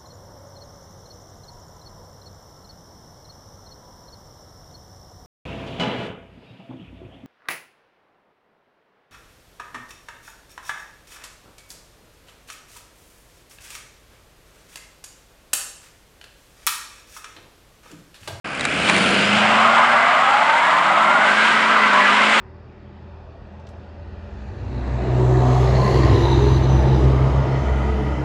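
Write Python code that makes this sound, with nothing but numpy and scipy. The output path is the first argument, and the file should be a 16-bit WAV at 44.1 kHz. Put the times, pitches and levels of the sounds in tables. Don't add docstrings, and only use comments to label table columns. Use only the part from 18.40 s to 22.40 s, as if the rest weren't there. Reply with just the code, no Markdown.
import sys
import numpy as np
from scipy import signal
from scipy.fft import rfft, irfft
from scipy.io import wavfile

SR = 44100
rng = np.random.default_rng(int(sys.argv[2]) if len(sys.argv) > 2 else 0)


def generate_wav(signal):
    frames = np.transpose(np.atleast_2d(signal))
    scaled = np.clip(frames, -1, 1) * 32767
    pcm = np.round(scaled).astype(np.int16)
    wavfile.write(sys.argv[1], SR, pcm)


N = 176400


def undb(db):
    return 10 ** (np.asarray(db) / 20)


def seconds():
    return np.arange(N) / SR


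def curve(rows):
    return np.interp(seconds(), *np.array(rows, float).T)


def unit(x):
    return x / np.std(x)


def colour(x, points):
    size = 4096
    hz, db = np.array(points, float).T
    gain = undb(np.interp(np.log(np.fft.rfftfreq(size, 1 / SR) + 1), np.log(hz), db))
    cepstrum = irfft(np.log(gain))
    cepstrum[1:size // 2] *= 2
    cepstrum[size // 2 + 1:] = 0
    impulse = irfft(np.exp(rfft(cepstrum)))
    return signal.fftconvolve(x, impulse / np.linalg.norm(impulse))[:N]


def noise():
    return rng.standard_normal(N)


def walk(rate_hz):
    lowpass = np.exp(-.5 * (np.fft.rfftfreq(N, 1 / SR) / rate_hz) ** 2)
    return unit(irfft(rfft(noise()) * lowpass, N))


def angle(hz):
    return 2 * np.pi * np.cumsum(hz) / SR


def narrow(hz, width_hz):
    phase = angle(hz)
    return walk(width_hz) * np.cos(phase) + walk(width_hz) * np.sin(phase)


def swell(peak_s, sigma_s):
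    return np.exp(-.5 * ((seconds() - peak_s) / sigma_s) ** 2)


def shudder():
    judder = (.38, .05, 68, -39)
    peak_s, sigma_s, hz, db = judder
    return undb(db) * swell(peak_s, sigma_s) * narrow(np.full(N, hz), hz / 8)


def stones(decay_s=0.0023):
    # start in seconds, level in dB.
    snaps = [(0.15, -20.5), (0.173, -28), (.195, -16), (0.2087, -11), (.242, -21), (0.252, -6),
             (0.488, -8.5), (.493, -17), (0.497, -4), (0.564, -8.5), (0.581, -10)]
    # frequency in Hz, relative gain in dB.
    snap_colour = [(200, -10), (900, 0), (1600, -6), (2000, 5.5), (2350, 6.5), (3000, -11.5), (3800, -2.5),
                   (5200, -15.5), (7500, -12.5), (10000, -20)]
    t = seconds()
    bursts = sum(undb(db) * (t >= start_s) * np.exp(-np.abs(t - start_s) / decay_s) for start_s, db in snaps)
    return colour(np.sign(noise()) * bursts, snap_colour)


def intake(firing_hz, pulsing=0.13):
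    # time in seconds, level in dB.
    rush_db = [(0, -30), (.17, -30), (.3, -25), (.5, -22), (.8, -19), (1.3, -24), (2.6, -32), (4, -22.5)]
    # frequency in Hz, relative gain in dB.
    rush_colour = [(150, -18.5), (400, 3), (680, 7.5), (950, -6), (1280, 7), (1580, 10.5), (1850, 0.5),
                   (2400, 8.5), (3000, 3.5), (3700, -10), (5000, -8), (6200, -23.5), (7500, -15.5),
                   (10000, -63)]
    # ratio to the firing rate, peak time in seconds, sigma in seconds, level in dB.
    whistles = [(98, .57, .14, -42), (30, .32, .08, -30), (47, .58, .13, -37)]
    air = colour(noise() * (1 + pulsing * np.cos(angle(firing_hz))), rush_colour)
    whistling = sum(undb(db) * swell(peak_s, sigma_s) * narrow(ratio * firing_hz, width_hz=280)
                    for ratio, peak_s, sigma_s, db in whistles)
    return air * undb(curve(rush_db)) + whistling


def exhaust(firing_hz, boom_hz=219.7, boom_width_hz=38, boom_skirt=0.12, waver=0.11, puff=0.39):
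    order_db = [-12.5, -20, 0.5, -12, -1, -15.5, -11.5, -5, -7, -7, 6.5, -14.5, -8, -18.5, -15]
    # time in seconds, gain in dB.
    tone_db = [(0, -45), (.35, -33.5), (.65, -32.5), (.95, -26.5), (1.25, -34), (1.7, -39), (2.1, -41.5),
               (2.5, -33.5), (2.9, -32.5), (3.15, -31), (3.6, -28), (4, -29)]
    rumble_db = [(0, -39), (.2, -33.5), (.35, -28), (.65, -23.5), (.9, -30), (1.15, -37), (1.5, -44),
                 (2.1, -41), (2.7, -37.5), (3.15, -33.5), (3.5, -40), (4, -37)]
    # frequency in Hz, relative gain in dB.
    rumble_colour = [(25, -7), (50, -22), (70, -13), (120, -6), (200, 4), (270, 3), (400, -3.5),
                     (600, -4.5), (1200, -24)]
    cycle_hz = firing_hz / 8
    phase = angle(cycle_hz * (1 + 0.0038 * walk(13.5)))
    tone = 0
    for order, db in enumerate(order_db, start=6):
        boom = boom_skirt + 1 / np.hypot(1, 2 * (order * cycle_hz - boom_hz) / boom_width_hz)
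        gain = undb(db) * boom * (1 + waver * walk(11))
        tone += gain * np.sin(order * phase + 2 * np.pi * rng.random())
    gas = colour(noise() * (1 + puff * np.cos(angle(firing_hz))), rumble_colour)
    return tone * undb(curve(tone_db)) + gas * undb(curve(rumble_db))


def whine(whine_hz, waver=.5):
    # ratio to the main whine, peak time in seconds, sigma in seconds, level in dB.
    whines = [(1, 2.15, .38, -21.5), (1.135, 2.74, .26, -18.5), (1.135, 3.8, .22, -29), (1.68, 2, .28, -24),
              (2.18, 1.4, .2, -24), (2.6, 1.35, .17, -22.5), (1, 3.42, .13, -25), (.89, 2.6, .25, -26),
              (1.43, 1.7, .4, -29)]
    whirrs = [(14.3, .78, .13, -38), (14.3, 1.38, .15, -50)]
    whining = 0
    for ratio, peak_s, sigma_s, db in whines:
        tone = np.sin(angle(ratio * whine_hz * (1 + .006 * walk(50))))
        whining += undb(db) * swell(peak_s, sigma_s) * unit((1 + waver * walk(37)) * tone)
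    whirring = sum(undb(db) * swell(peak_s, sigma_s) * narrow(ratio * whine_hz, width_hz=190)
                   for ratio, peak_s, sigma_s, db in whirrs)
    return whining + whirring


def slips(bed, grains_per_s=2500, spread_db=0.5):
    sizes = undb(spread_db * np.minimum(rng.exponential(size=N), 4.5))
    grains = (rng.random(N) < grains_per_s / SR) * sizes * np.sign(noise())
    return unit(unit(grains) + bed * noise())


def chirps(per_s=150, mean_sigma_s=.014, low_hz=520, high_hz=2400):
    t = np.arange(SR // 8) / SR
    out = np.zeros(N + SR)
    for when, pitch, length, phase in rng.random((int(per_s * N / SR), 4)):
        hz = low_hz + pitch * (high_hz - low_hz)
        start = int(when * N)
        envelope = np.exp(-.5 * ((t - t.mean()) / (mean_sigma_s * (.5 + length))) ** 2)
        out[start:start + len(t)] += envelope * np.sin(2 * np.pi * (hz * t + phase))
    return unit(out[:N])


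def scrub(smoke_s=2.895, smoke_rise_s=0.043, chirp_gain=.62):
    # time in seconds, level in dB.
    scrub_db = [(0, -33.5), (.44, -41), (.5, -22), (.8, -35), (1.05, -16.5), (1.35, -15), (1.8, -15.5),
                (2.4, -16.5), (2.7, -16), (3.05, -16), (3.4, -15), (3.6, -15), (4, -16.5)]
    # frequency in Hz, relative gain in dB.
    cold_colour = [(200, -58.5), (430, -35.5), (590, -4), (750, -1.5), (950, -1), (1250, 0), (1550, -3.5),
                   (1800, -9), (2050, -3.5), (2600, -19), (4000, -42), (9000, -56.5)]
    hot_colour = [(200, -44.5), (430, -19.5), (620, -9), (790, -10), (990, -1), (1120, -4.5), (1300, -2),
                  (1540, -2.5), (1820, -8.5), (2020, -6), (2600, -12.5), (4000, -22.5), (9000, -45)]

    def rubber(points):
        return unit(colour(slips(bed=1.08), points) + chirp_gain * unit(colour(chirps(), points)))

    hot = .5 + .5 * np.tanh((seconds() - smoke_s) / smoke_rise_s)
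    blend = np.sqrt(1 - hot) * rubber(cold_colour) + np.sqrt(hot) * rubber(hot_colour)
    return blend * undb(curve(scrub_db))


def squeal(jitter_hz=18.8):
    # peak time in seconds, sigma in seconds, pitch in Hz, level in dB.
    squeals = [(1.25, .035, 1240, -19), (2.62, .07, 990, -24), (2.76, .1, 630, -26),
               (3.42, .035, 1990, -25), (3.57, .035, 1000, -17), (3.575, .025, 1110, -18.5),
               (3.6, .08, 610, -28), (3.64, .03, 1700, -23), (3.64, .04, 1985, -22),
               (3.7, .025, 1200, -18.5)]
    return sum(undb(db) * swell(peak_s, sigma_s) * unit(np.sin(angle(hz + jitter_hz * walk(59.2))))
               for peak_s, sigma_s, hz, db in squeals)


def tyre(whine_hz, turn_hz=7.4, turn_depth=0.036, block_depth=0.097, flutter_db=0.9):
    # time in seconds, level in dB.
    grit_db = [(0, -58), (.25, -33.5), (.47, -25), (.49, -21), (.53, -24.5), (.57, -23), (.65, -23.5),
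               (.95, -21), (1.37, -25.5), (1.5, -27.5), (2.2, -25.5), (2.75, -27), (3.1, -21.5), (3.3, -29),
               (3.5, -27.5), (4, -19)]
    # frequency in Hz, relative gain in dB.
    grit_colour = [(200, -35), (600, -1), (1400, -1.5), (2200, 0), (3100, 1.5), (4000, -7), (5000, -16),
                   (6200, -19.5), (7400, -16), (8600, -20.5), (9500, -25), (11000, -61.5)]
    turn = 1 + turn_depth * np.sin(2 * np.pi * turn_hz * seconds())
    block_hz = .14 * whine_hz * (1 + 0.041 * walk(40))
    grip = turn * (1 + block_depth * np.cos(angle(block_hz))) * undb(flutter_db * walk(25))
    rubber = scrub() + squeal()
    grit = colour(slips(bed=0.62), grit_colour) * undb(curve(grit_db))
    return np.abs(grip) ** 0.46 * rubber + grip * grit


def scene():
    # time in seconds, firing rate in Hz.
    engine_speed = [(0, 66), (.3, 74), (.5, 93), (.8, 100), (1, 106), (1.3, 114), (1.65, 123), (2, 135),
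                    (2.3, 149), (2.5, 164), (2.7, 182), (2.9, 207), (3.05, 222), (3.3, 219), (3.45, 210),
                    (3.6, 200), (3.8, 212), (4, 220)]
    # time in seconds, pitch of the main whine in Hz.
    wheel_speed = [(0, 60), (.4, 160), (.7, 280), (1, 398), (1.45, 582), (1.7, 712), (2, 850), (2.33, 1020),
                   (2.67, 1195), (2.85, 1325), (2.95, 1410), (3.07, 1445), (3.25, 1380), (3.47, 1550),
                   (3.65, 1730), (4, 2000)]
    firing_hz, whine_hz = curve(engine_speed), curve(wheel_speed)
    engine = exhaust(firing_hz) + intake(firing_hz)
    return (engine + whine(whine_hz) + tyre(whine_hz) + shudder() + stones())[None]


def record(dry, start_s=0.043, ceiling=0.92, low_cut_hz=45, high_cut_hz=10000):
    fade_in = np.clip((seconds() - start_s) / .004, 0, 1)
    rounded = ceiling * np.tanh(dry * fade_in / ceiling)
    highpass = signal.butter(2, low_cut_hz, "high", fs=SR, output="sos")
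    lowpass = signal.ellip(12, .2, 70, high_cut_hz, fs=SR, output="sos")
    return signal.sosfilt(lowpass, signal.sosfilt(highpass, rounded))


dry = scene()
out = record(dry)
generate_wav(out)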